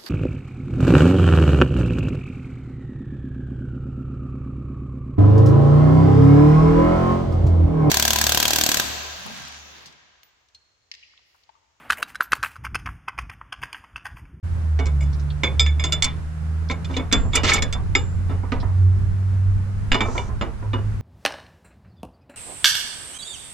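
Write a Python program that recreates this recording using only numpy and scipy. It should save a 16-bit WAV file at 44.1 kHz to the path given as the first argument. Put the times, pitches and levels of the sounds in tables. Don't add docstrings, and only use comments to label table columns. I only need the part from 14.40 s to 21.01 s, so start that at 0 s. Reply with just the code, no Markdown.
import sys
import numpy as np
from scipy import signal
from scipy.fft import rfft, irfft, next_fast_len
from scipy.io import wavfile
from scipy.ndimage import uniform_filter1d

SR = 44100
rng = np.random.default_rng(int(sys.argv[2]) if len(sys.argv) > 2 else 0)


def generate_wav(sig):
    pcm = np.round(np.clip(np.atleast_2d(sig).T, -1, 1) * 32767).astype(np.int16)
    wavfile.write(sys.argv[1], SR, pcm)


N = 291501
TIME = np.arange(N) / SR
SIDE = np.array([[.5], [-.5]])

# pitch in Hz, level in dB, T60 in seconds.
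PLATE_MODES = [(1325, -7, .16), (1755, -12, .14), (2130, -9, .12), (2225, 3, .17), (2280, -3, .13),
               (2465, -13, .18)]
BRACKET_MODES = [(3500, 1, .18), (3607, -9, .13), (5000, -14, .13), (6340, -15, .09), (6720, -17, .07),
                 (7106, -10, .14), (7320, -15, .09), (9000, -28, .06), (11300, -31, .06), (12600, -34, .05)]
BOLT_MODES = [(2320, 1, .26), (2896, -1, .26), (3585, -2, .2), (5015, -15, .24), (6870, -20, .13),
              (7300, -14, .12)]
PARTS = {"plate": PLATE_MODES, "bracket": BRACKET_MODES, "bolt": BOLT_MODES}
# frequency in Hz, level in dB.
CRACK_EQ = [(150, -35), (600, -17), (2000, 7.5), (4500, 2), (7700, -4), (8300, -14), (11000, -27),
            (15000, -52)]


def clinks():
    # start in seconds, crack level in dB, hardness in dB per octave,
    # part struck, ring level in dB, thud level in dB.
    strikes = [(0.3902, -23, -0.5, "plate", -29.5, -30), (0.457, -25, 9, "plate", -35.5, -42),
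               (0.6072, -38, 21, "plate", -36, -44.5), (1.034, -10.5, -5, "both", -19.5, -27),
               (1.1951, -12, 7.5, "bracket", -14.5, -36.5), (1.262, -21, -3.5, "both", -29.5, -45),
               (1.396, -17, -18, "both", -26.5, -40), (1.4393, -12.5, 4, "bracket", -22.5, -33.5),
               (1.5222, -11, 7, "bracket", -17, -35.5), (1.6232, -5.5, 8, "bracket", -20.5, -43.5),
               (1.6429, -5.5, 10, "bolt", -37, -36.5), (2.299, -22, -7.5, "both", -29.5, -31),
               (2.311, -21, 0.5, "both", -33, -41), (2.446, -28.5, 2, "bracket", -41, -65),
               (2.5663, -13.5, -2, "both", -31, -31), (2.597, -25, -19.5, "both", -43, -35.5),
               (2.715, -17.5, -8, "both", -36, -63), (2.726, -2.5, 4.5, "both", -19, -21.5),
               (2.933, -28, -5.5, "bracket", -22.5, -30.5), (2.9548, -3.5, 23.5, "both", -19, -30.5),
               (3.035, -16, 5, "bracket", -49, -27), (3.135, -6.5, 24, "both", -22.5, -31),
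               (3.2219, -9.5, 5, "bracket", -24, -31), (3.3265, -17, 8, "bracket", -30, -43.5),
               (3.551, -7.5, -5, "bracket", -9, -28), (3.895, -29, -8.5, "bolt", -51.5, -33),
               (4.12, -11, -8.5, "bolt", -57, -28), (5.5174, -1, -8, "bolt", -23.5, -29.5),
               (5.5445, -8, -6.5, "bolt", -28, -24.5), (5.6061, -8.5, -7, "bolt", -28.5, -24),
               (5.778, -19.5, -4, "bolt", -38, -30.5), (6.0115, -15.5, -8, "bolt", -35, -27),
               (6.332, -20, -8.5, "bolt", -39.5, -28)]
    coupling = {"plate": (0, -15, -13), "bracket": (-7.5, 0, -21), "bolt": (-9, 0.5, 0),
                "both": (0.013, 0, -23)}
    pressed_s, gripped_s = 1.5, 5.7
    out = np.zeros((2, N))
    for start, crack_db, hardness, part, ring_db, thud_db in strikes:
        crack = burst(CRACK_EQ, hardness, t60=.047)
        snap = undb(5) * burst(CRACK_EQ, hardness, t60=.005)
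        thud = undb(thud_db) * frame_thud()
        crunch = undb(-13) * burst(CRACK_EQ, tilt_db=-8, t60=.24)
        hit = undb(crack_db) * (crack + snap + crunch) + thud
        damp = 1.5 if start > gripped_s else 1.41 if start > pressed_s else 1
        ring_tilt = .68 * np.clip(hardness, -1, 12)
        for gain_db, modes in zip(coupling[part], PARTS.values()):
            hit += undb(ring_db + gain_db) * ring(brighten(modes, ring_tilt), damp)
        add_contact(out, start, hit)
    return out


def bolt_song(hz=7220, t60=.54):
    # start in seconds, level in dB.
    notes = [(2.728, -36), (3.551, -38)]
    t = np.arange(SR // 2) / SR
    out = np.zeros(N)
    for start, db in notes:
        out[int(start * SR):][:len(t)] += undb(db - 60 * t / t60) * np.sin(2 * np.pi * hz * t)
    return out


def knocks():
    # start in seconds, level in dB.
    bumps = [(2.497, -27.5), (2.849, -30.5), (3.35, -26), (4.032, -29), (4.227, -26.5), (5.648, -25.5),
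             (5.683, -25.5), (5.752, -21), (5.889, -31), (6.224, -32.5)]
    out = np.zeros((2, N))
    for start, db in bumps:
        knock = undb(-7.5) * frame_thud() + burst(CRACK_EQ, tilt_db=-12, t60=.047)
        add_contact(out, start, undb(db) * knock)
    return out


def ticks():
    # start in seconds, level in dB, pitch in Hz.
    touches = [(.628, -37, 7000), (0.729, -33, 4670), (.797, -37.5, 5230), (0.903, -30, 3600),
               (2.288, -31.5, 4700), (4.201, -30, 4300)]
    out = np.zeros((2, N))
    for start, db, hz in touches:
        band = [(hz / 2, -60), (hz / 1.4, -3), (hz * 1.23, -3), (hz * 2, -60)]
        add_contact(out, start, undb(db) * burst(band, tilt_db=0, t60=.07))
    return out


def bolt_drag(catches_per_s=280):
    # start, swell time and fade time in seconds,
    # then peak level, swell depth and fade depth in dB.
    strokes = [(2.477, 0.077, 0.043, -38.5, 18, 33), (2.921, 0.039, 0.053, -17, 27, 28),
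               (3.033, 0.062, 0.1, -13.5, 9, 16)]
    mix_db = {"plate": -9, "bracket": -4, "bolt": -10, "frame": -4, "grit": -6}
    pressure = np.zeros(N)
    for start, swell, fade, peak_db, swell_db, fade_db in strokes:
        ramp_db = [peak_db - swell_db, peak_db, peak_db - fade_db]
        pressure += undb(np.interp(TIME - start, [0, swell, swell + fade], ramp_db, -200, -200))
    grit = colour(stereo_noise(N, alike=.62) * undb(3 * wander(150)), CRACK_EQ)
    out = level(grit, mix_db["grit"]) * pressure
    bodies = {name: ring(brighten(modes, tilt_db=2), damp=2.2) for name, modes in PARTS.items()}
    bodies["frame"] = colour(frame_thud(), [(100, 5.5), (1300, -2), (2600, -15.5)], tilt_db=5)
    for name, body in bodies.items():
        catches = (rng.random(N) < catches_per_s / SR) * undb(5 * rng.exponential(size=N))
        catches *= np.sign(rng.standard_normal(N))
        response = level(body, mix_db[name]) / np.sqrt(body.shape[1])
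        out += signal.fftconvolve(response, (level(catches, 0) * pressure)[None])[:, :N]
    return out


def frame_thud():
    # pitch in Hz, level in dB, T60 in seconds.
    frame_modes = [(258, 1, .2), (413, -8, .25), (638, -14, .25), (1000, -3, .17), (1290, -2, .1),
                   (1843, -14, .1), (2087, -15, .05)]
    # frequency in Hz, level in dB.
    clatter_eq = [(90, 0), (220, 13.5), (1200, 4), (2500, -14), (5000, -44.5)]
    tones = ring(frame_modes, scatter=.0288, rattle_db=3.5)
    return tones + undb(10.5) * burst(clatter_eq, tilt_db=0, t60=.34)


def hand_slide():
    # time in seconds, level in dB.
    stroke = [(5.62, -79), (5.66, -52), (5.73, -45), (5.8, -48), (5.89, -58), (5.91, -78)]
    # frequency in Hz, level in dB.
    friction_eq = [(2500, -19), (4500, -14), (6600, -6.5), (8500, -18.5), (11000, -42)]
    hiss = level(colour(stereo_noise(N, alike=.4), friction_eq), 0) * undb(2 * wander(43))
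    return hiss * undb(curve(stroke, outside=-200))


def engine():
    # time in seconds, level in dB.
    firing_swells = [(0, -24), (.35, -20), (.48, -23), (.7, -18), (1, -32.5), (1.25, -21.5), (1.95, -32),
                     (2.15, -26.5), (2.5, -31.5), (3.5, -27), (4, -25), (4.2, -31), (4.45, -14),
                     (4.85, -24), (5.1, -20.5), (6.12, -43.5), (6.3, -25), (6.61, -29)]
    second_swells = [(0, -52.5), (.55, -29), (.85, -29.5), (1.15, -36.5), (6.61, -47)]
    low_hz, turn_s, sag_hz_per_s, climb_hz_per_s = 70.55, .55, 32, 5.7
    since_turn = TIME - turn_s
    firing_hz = low_hz + np.maximum(-sag_hz_per_s * since_turn, climb_hz_per_s * since_turn)
    firing_hz = uniform_filter1d(firing_hz, int(.28 * SR), mode="nearest")
    phase = 2 * np.pi * np.cumsum(firing_hz * (1 + .0045 * wander(13))) / SR
    firing_db = curve(firing_swells)
    out = np.zeros((2, N))
    for harmonic, db in ((1, firing_db), (2, curve(second_swells)), (4, firing_db - 37.5)):
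        gain = undb(db + 2.2 * wander(8.8) - 2 * SIDE)
        out += np.sqrt(2) * gain * np.sin(harmonic * (phase + .11 * SIDE))
    return out


def wind():
    # time in seconds, level in dB.
    strength = [(0, -31), (2.5, -37.5), (2.9, -22.5), (4.3, -28), (6.61, -29)]
    rumble_eq = [(10, -8), (52, 0), (104, -5), (250, -30), (2000, -90)]
    gusts = colour(stereo_noise(N, alike=.25), rumble_eq) * undb(3 * wander(12))
    return level(gusts, 0) * undb(curve(strength) - 2.4 * SIDE)


def town():
    # frequency in Hz, level in dB.
    town_eq = [(65, -14), (110, -8), (177, -18), (301, -26.5), (582, -29), (1440, -29.5), (3340, -44.5),
               (9540, -50), (12500, -59.5), (15000, -99)]
    low = colour(stereo_noise(N, alike=.25), [(300, .5), (700, -9)]) * undb(3.1 * wander(11))
    high = colour(stereo_noise(N, alike=.0086), [(200, -19), (500, -3)]) * undb(.12 * wander(.23))
    hiss = colour(low + high, [(40, -62.5)] + town_eq)
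    return level(hiss, -37) * undb(-1.5 * SIDE)


def ring(modes, damp=1, scatter=.0041, rattle_db=4, seconds=.3):
    hz, db, t60 = np.transpose(modes)[:, :, None]
    t = np.arange(int(seconds * SR), dtype=np.float32) / SR
    detune, strength, pan, skew, loss = rng.standard_normal((5, len(modes), 1))
    decay_rate = np.log(1000) * damp / t60 * undb(1.2 * loss)
    waves = np.exp((2j * np.pi * hz * (1 + scatter * detune) - decay_rate) * t)
    steps = rng.standard_normal((len(modes), len(t) // 256 + 1))
    flutter = uniform_filter1d(np.repeat(steps, 256, axis=1)[:, :len(t)], size=256)
    waves *= undb(rattle_db * flutter)
    gains = undb(db + 2 * strength + 1.58 * pan * SIDE.T) * np.exp(.6j * skew * SIDE.T)
    return (gains.T @ waves).imag * np.minimum(t / .0015, 1)


def burst(eq, tilt_db, t60, seconds=.3):
    t = np.arange(int(seconds * SR)) / SR
    noise = level(colour(stereo_noise(len(t), alike=.69), eq, tilt_db), -9)
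    return noise * undb(-60 * t / t60) * np.minimum(t / .00027, 1)


def add_contact(out, start, sound, skid_s=.005):
    touches = np.zeros(SR // 40)
    delay, strength = rng.random((2, 4))
    touches[(skid_s * delay * np.arange(4) * SR).astype(int)] = .65 * strength
    touches[0] = .66
    sound = signal.fftconvolve(sound, touches[None] / np.linalg.norm(touches))
    i = int(start * SR)
    out[:, i:i + sound.shape[1]] += sound[:, :N - i]


def brighten(modes, tilt_db):
    return [(hz, db + tilt_db * np.log2(hz / 3000), t60) for hz, db, t60 in modes]


def colour(x, eq, tilt_db=0):
    size = next_fast_len(x.shape[-1], real=True)
    hz = np.maximum(np.fft.rfftfreq(size, 1 / SR), 10)
    eq_hz, eq_db = np.transpose(eq)
    db = np.interp(np.log(hz), np.log(eq_hz), eq_db) + tilt_db * np.log2(np.minimum(hz, 8500) / 3000)
    return irfft(rfft(x, size) * undb(db), size)[..., :x.shape[-1]]


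def stereo_noise(count, alike):
    common, opposed = rng.standard_normal((2, count))
    return np.sqrt((1 + alike) / 2) * common + np.sqrt((1 - alike) / 2) * opposed * 2 * SIDE


def wander(rate):
    hold = int(SR / rate)
    steps = np.repeat(rng.standard_normal(N // hold + 1), hold)
    return 1.13 * uniform_filter1d(uniform_filter1d(steps, hold), hold)[:N]


def curve(points, outside=None):
    return np.interp(TIME, *np.transpose(points), left=outside, right=outside)


def level(x, db):
    return x * undb(db) / np.sqrt(np.mean(x ** 2))


def undb(db):
    return 10 ** (np.asarray(db) / 20)


def scene():
    # frequency in Hz, left lead in radians.
    phase_lead = [(200, -0.27), (1300, 1.17), (2200, 0.4), (6500, -0.85), (8800, -2), (13000, -6)]
    hands = clinks() + bolt_song() + knocks() + ticks() + bolt_drag() + hand_slide()
    size = next_fast_len(N, real=True)
    hz = np.fft.rfftfreq(size, 1 / SR)
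    lead_hz, lead_rad = np.transpose(phase_lead)
    lead = np.interp(np.log(hz + 1), np.log(lead_hz), lead_rad)
    hands = irfft(rfft(hands, size) * np.exp(1j * lead * SIDE), size)[:, :N]
    return hands * undb(-2 * SIDE) + engine() + wind() + town()


def record(dry):
    start_s, top_hz = .028, 15100
    fade_in = np.clip((TIME - start_s) / .012, 0, 1)
    rounded = np.tanh(.84 * dry * fade_in) / .75
    return signal.sosfilt(signal.ellip(10, .2, 90, top_hz, fs=SR, output="sos"), rounded)


dry = scene()
out = record(dry)
generate_wav(out)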